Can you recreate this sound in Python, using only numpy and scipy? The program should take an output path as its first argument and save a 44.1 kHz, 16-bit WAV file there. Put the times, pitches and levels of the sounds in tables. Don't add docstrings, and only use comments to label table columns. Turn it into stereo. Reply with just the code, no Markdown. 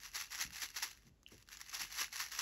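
import sys
import numpy as np
from scipy import signal
from scipy.fft import rfft, irfft, next_fast_len
from scipy.io import wavfile

SR = 44100
rng = np.random.default_rng(int(sys.argv[2]) if len(sys.argv) > 2 else 0)


def to_wav(sig):
    pcm = np.clip(np.atleast_2d(sig), -1, 1) * 32767
    pcm = np.round(pcm).astype(np.int16)
    wavfile.write(sys.argv[1], SR, pcm.T)


def to_linear_factor(level_db):
    exponent = np.asarray(level_db, float) / 20
    return 10 ** exponent


N = 106589
GRAIN = 1024


def evened(x):
    return x / np.sqrt(np.mean(x ** 2) + 1e-20)


def read(points, hz):
    f, value = np.transpose(points)
    return np.interp(np.log(hz + 1), np.log(f + 1), value)


def add(mix, s, sound):
    part = mix[..., round(s * SR):][..., :sound.shape[-1]]
    part += sound[..., :part.shape[-1]]


# (frequency [Hz], density [dB per Hz])
HISS = [(20, -40), (45, -1), (100, -13), (300, -17), (700, -28), (1400, -32), (7000, -36), (15500, -48)]
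# (frequency [Hz], likeness [0-1])
HISS_LIKENESS = [(40, .85), (150, .5), (600, .4), (2000, .1), (15000, .1)]
# (frequency [Hz], level [dB], phase [rad])
HUM = [(40, -81, 1.5), (48.4, -77, 3), (59, -81, 4.5), (118.4, -85, .3)]


def floor():
    hiss_db = -71
    hz, t = np.fft.rfftfreq(N, 1 / SR), np.arange(N) / SR
    first, second = rfft(rng.standard_normal((2, N)))
    same = np.clip(read(HISS_LIKENESS, hz), 0, 1)
    other_port = same * first + np.sqrt(1 - same ** 2) * second
    hiss = irfft(np.array([first, other_port]) * to_linear_factor(read(HISS, hz)), N)
    hum = sum(to_linear_factor(db + 3) * np.sin(2 * np.pi * f * t + phase) for f, db, phase in HUM)
    return to_linear_factor(hiss_db) * evened(hiss) + hum


# (time [s], peak level [dB], frequency [Hz], length [s])
BUMPS = [(.44, -52, 150, .07), (.45, -56, 50, .08), (.39, -60, 380, .04), (.62, -60, 350, .04),
         (.83, -63, 350, .04), (1.05, -57, 140, .07), (1.1, -61, 60, .05), (1.315, -55, 290, .045),
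         (1.32, -58, 90, .08), (1.805, -55, 280, .045), (1.81, -60, 120, .05), (2.0, -57, 330, .035),
         (2.195, -64, 400, .03), (2.385, -61, 350, .04)]


def bumps():
    out = np.zeros((2, N))
    for s, db, hz, length in BUMPS:
        t = np.arange(0, 2 * length, 1 / SR)
        shared, left, right = rng.standard_normal((3, 8000))
        band = signal.butter(2, [.6 * hz, 1.4 * hz], "bandpass", fs=SR, output="sos")
        noise = signal.sosfilt(band, [shared + .5 * left, shared + .5 * right])
        noise = evened(noise)[:, -len(t):]
        swell = (t / length * 3) * np.exp(1 - t / length * 3)
        add(out, s, to_linear_factor(db) * noise * swell / 2)
    return out


# (frequency [Hz], left minus right [dB])
TILT = [(300, -2), (700, -6), (1100, -4), (1700, 0.3), (3000, -.7), (4200, 2.5), (6500, 3.5), (8000, 0)]
# (frequency [Hz], likeness [0-1])
ALIKE = [(400, .6), (1000, .9), (2900, .88), (3600, .6), (5000, .45), (6000, .7), (7000, .1), (16000, .05)]


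def ports(x, other):
    lag_s = .000156
    thin_hz = 1000
    size = len(x) + 64
    hz = np.fft.rfftfreq(size, 1 / SR)
    half_tilt = to_linear_factor(read(TILT, hz) / 2)
    same = np.clip(read(ALIKE, hz), 0, 1)
    right = rfft(x, size)
    left = same * right * np.exp(-2j * np.pi * hz * lag_s) + np.sqrt(1 - same ** 2) * rfft(other, size)
    radiation = 1 / np.sqrt(1 + (thin_hz / (hz + 1)) ** 4)
    return irfft(np.array([left * half_tilt, right / half_tilt]) * radiation, size)[:, :len(x)]


# (frequency [Hz], level [dB], t60 [s])
WALL_MODES = [(400, -18, .02), (830, -18, .015), (1200, -13, .01), (1750, 0, .008), (2150, 0, .008),
              (2750, 2, .011), (3500, -2, .007), (4200, -2, .006), (4600, -5, .005), (5600, -5, .006),
              (6100, -3, .007), (7300, -10, .004)]
# (frequency [Hz], level [dB])
TICK = [(300, -40), (680, -38), (1300, -10), (1900, -1), (3000, -1), (6000, -4), (8500, -6), (16000, -11)]


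def click(lift_hz=0, lift_db=0):
    rise_s, tick_t60_s = .0006, .0035
    buzz_db, buzz_t60_s = -13, .035
    ring_db, mode_spread_db, detuning = 1.5, 7, .05
    t, hz = np.arange(GRAIN) / SR, np.fft.rfftfreq(GRAIN, 1 / SR)
    rise = np.minimum(t / rise_s, 1) ** 2
    decay = to_linear_factor(-60 * t / tick_t60_s) + to_linear_factor(buzz_db - 60 * t / buzz_t60_s)
    shape = rise * decay * np.cos(np.pi / 2 * t / t[-1])
    tick = irfft(rfft(rng.standard_normal((2, GRAIN)) * shape) * to_linear_factor(read(TICK, hz)), GRAIN)

    f, db, t60 = np.transpose(WALL_MODES)[:, :, None]
    detune, share, phase, other_phase = rng.standard_normal((4, len(WALL_MODES), 1))
    distance = abs(f - lift_hz)
    db = db + mode_spread_db * share + lift_db * (distance == distance.min())
    turns = f * (1 + detuning * detune) * t + np.array([phase, other_phase])
    ring = rise * (to_linear_factor(db - 60 * t / t60) * np.sin(2 * np.pi * turns)).sum(1)

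    both = evened(tick) + to_linear_factor(ring_db) * evened(ring)
    both = np.roll(both, 24, axis=1)
    return ports(*(both / np.linalg.norm(both[0])))


# (time [s], level [dB], frequency [Hz], rise [s], t60 [s])
TAP = (1.2632, -18, 2900, .0018, .007)


def tap():
    out = np.zeros((2, N))
    s, db, hz, rise, t60 = TAP
    t = np.arange(GRAIN) / SR
    ring = to_linear_factor(db - 60 * t / t60) * np.minimum(t / rise, 1) ** 2 * np.sin(2 * np.pi * hz * t)
    add(out, s, ports(ring, ring))
    return out


# (time [s], peak level [dB], ring frequency [Hz])
DROPS = [(0.0343, -40, 1660), (0.1166, -45, 2970), (0.4124, -27, 1860), (0.4644, -40, 3450),
         (0.4754, -43, 5730), (0.5057, -40, 1900), (0.6883, -40, 2740), (0.7033, -39, 1820),
         (0.826, -24, 5780), (0.9148, -40, 2720), (0.9742, -47, 1700), (1.0331, -56, 2780),
         (1.2311, -55, 4950), (1.2724, -55, 3320), (1.2784, -50, 2870), (1.2864, -50, 2880),
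         (1.3803, -46, 2850), (1.4262, -48, 2760), (1.476, -52, 1760), (1.488, -42, 2700),
         (1.5184, -39, 3640), (1.5289, -35, 2760), (1.5713, -39, 5630), (1.6054, -38, 2170),
         (1.6137, -33, 5880), (1.6636, -42, 2160), (1.695, -41, 2550), (2.0434, -28, 2000),
         (2.0814, -43, 1550), (2.3905, -24, 5630)]


def drops():
    out = np.zeros((2, N))
    for s, db, hz in DROPS:
        one = click(hz, lift_db=9)
        add(out, s - .001, to_linear_factor(db + 5) * one / abs(one).max())
    return out


# (peak time [s], level [dB], build-up [s per 20 dB], dying [s per 20 dB])
SWARMS = [(.015, -55, .05, .05), (.055, -49, .04, .06), (.157, -38, .025, .06), (.21, -44, .06, .07),
          (.32, -44, .02, .05), (.35, -45, .04, .06), (.418, -37, .06, .05), (.529, -50, .015, .06),
          (.565, -48, .05, .07), (.637, -38, .06, .035), (.71, -61, .08, .08), (.77, -41, .03, .05),
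          (.828, -37, .02, .05), (.87, -53, .05, .12), (1.08, -66, .1, .02), (1.32, -59, .03, .08),
          (1.41, -66, .08, .04), (1.53, -54, .055, .1), (1.612, -54, .05, .05), (1.69, -56, .1, .07),
          (1.745, -41, .035, .06), (1.815, -40, .05, .06), (1.92, -48, .03, .1), (2.015, -36, .1, .05),
          (2.128, -45, .015, .05), (2.16, -45, .04, .06), (2.2, -39, .02, .09), (2.317, -44, .01, .06),
          (2.35, -46, .04, .06), (2.395, -38, .035, .06)]


def swarms(count=32):
    full_rate, full_db = 6000, -38
    density, size_db, level_db = .28, 4.6, 5.3
    t = np.arange(N) / SR
    power = np.zeros(N)
    for s, db, up, down in SWARMS:
        distance = np.where(t < s, (s - t) / up, (t - s) / down)
        power += to_linear_factor(2 * db - 40 * distance)
    busy = np.clip(power / to_linear_factor(2 * full_db), 1e-9, 1) ** (density / 2)
    rate = busy * full_rate
    struck = rng.random(N) < rate / SR
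    kind = rng.integers(0, count, N)
    size = to_linear_factor(size_db * np.minimum(rng.exponential(1, N), 4)) * rng.choice([-1., 1.], N)
    hits = evened(size) * struck * np.sqrt(power * SR / rate)
    out = np.zeros((2, N))
    for k in range(count):
        out += signal.oaconvolve((hits * (kind == k))[None], click(), axes=1)[:, :N]
    return to_linear_factor(level_db) * out


def tail(x, t60, gap_s):
    t = np.arange(SR // 2) / SR
    sparse = rng.standard_normal((2, len(t))) * (rng.random((2, len(t))) < .1)
    taps = sparse * to_linear_factor(-60 * t / t60) * (t > gap_s)
    taps = signal.lfilter([.5, .5], [1], taps)
    return signal.fftconvolve(x, taps / np.linalg.norm(taps[0]), axes=1)[:, :N]


def scene():
    gems = swarms() + drops() + tap()
    room = to_linear_factor(-17.5) * tail(gems, t60=.18, gap_s=.004)
    return gems + room + bumps() + floor()


def roll_off(x):
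    return signal.sosfilt(signal.butter(12, 15720, fs=SR, output="sos"), x)


def record(dry):
    edge_hz = 15750
    lean_s, lean_hz, lean_from_hz, lean_db = .00019, 11580, 7500, 24
    size = next_fast_len(N + GRAIN)
    hz = np.fft.rfftfreq(size, 1 / SR)
    swing = np.tanh(1.5 * np.cos(2 * np.pi * (hz - lean_hz) * lean_s))
    lean = to_linear_factor(lean_db * swing * np.clip((hz - lean_from_hz) / 800, 0, 1))
    left, right = rfft(dry, size) * np.clip((edge_hz - hz) / 60, 0, 1)
    mid, side = (left + right) * lean, left - right
    both = irfft(np.array([mid + side, mid - side]) / np.sqrt(2 + 2 * lean ** 2), size)[:, :N]
    return roll_off(both)


dry = scene()
out = record(dry)
to_wav(out)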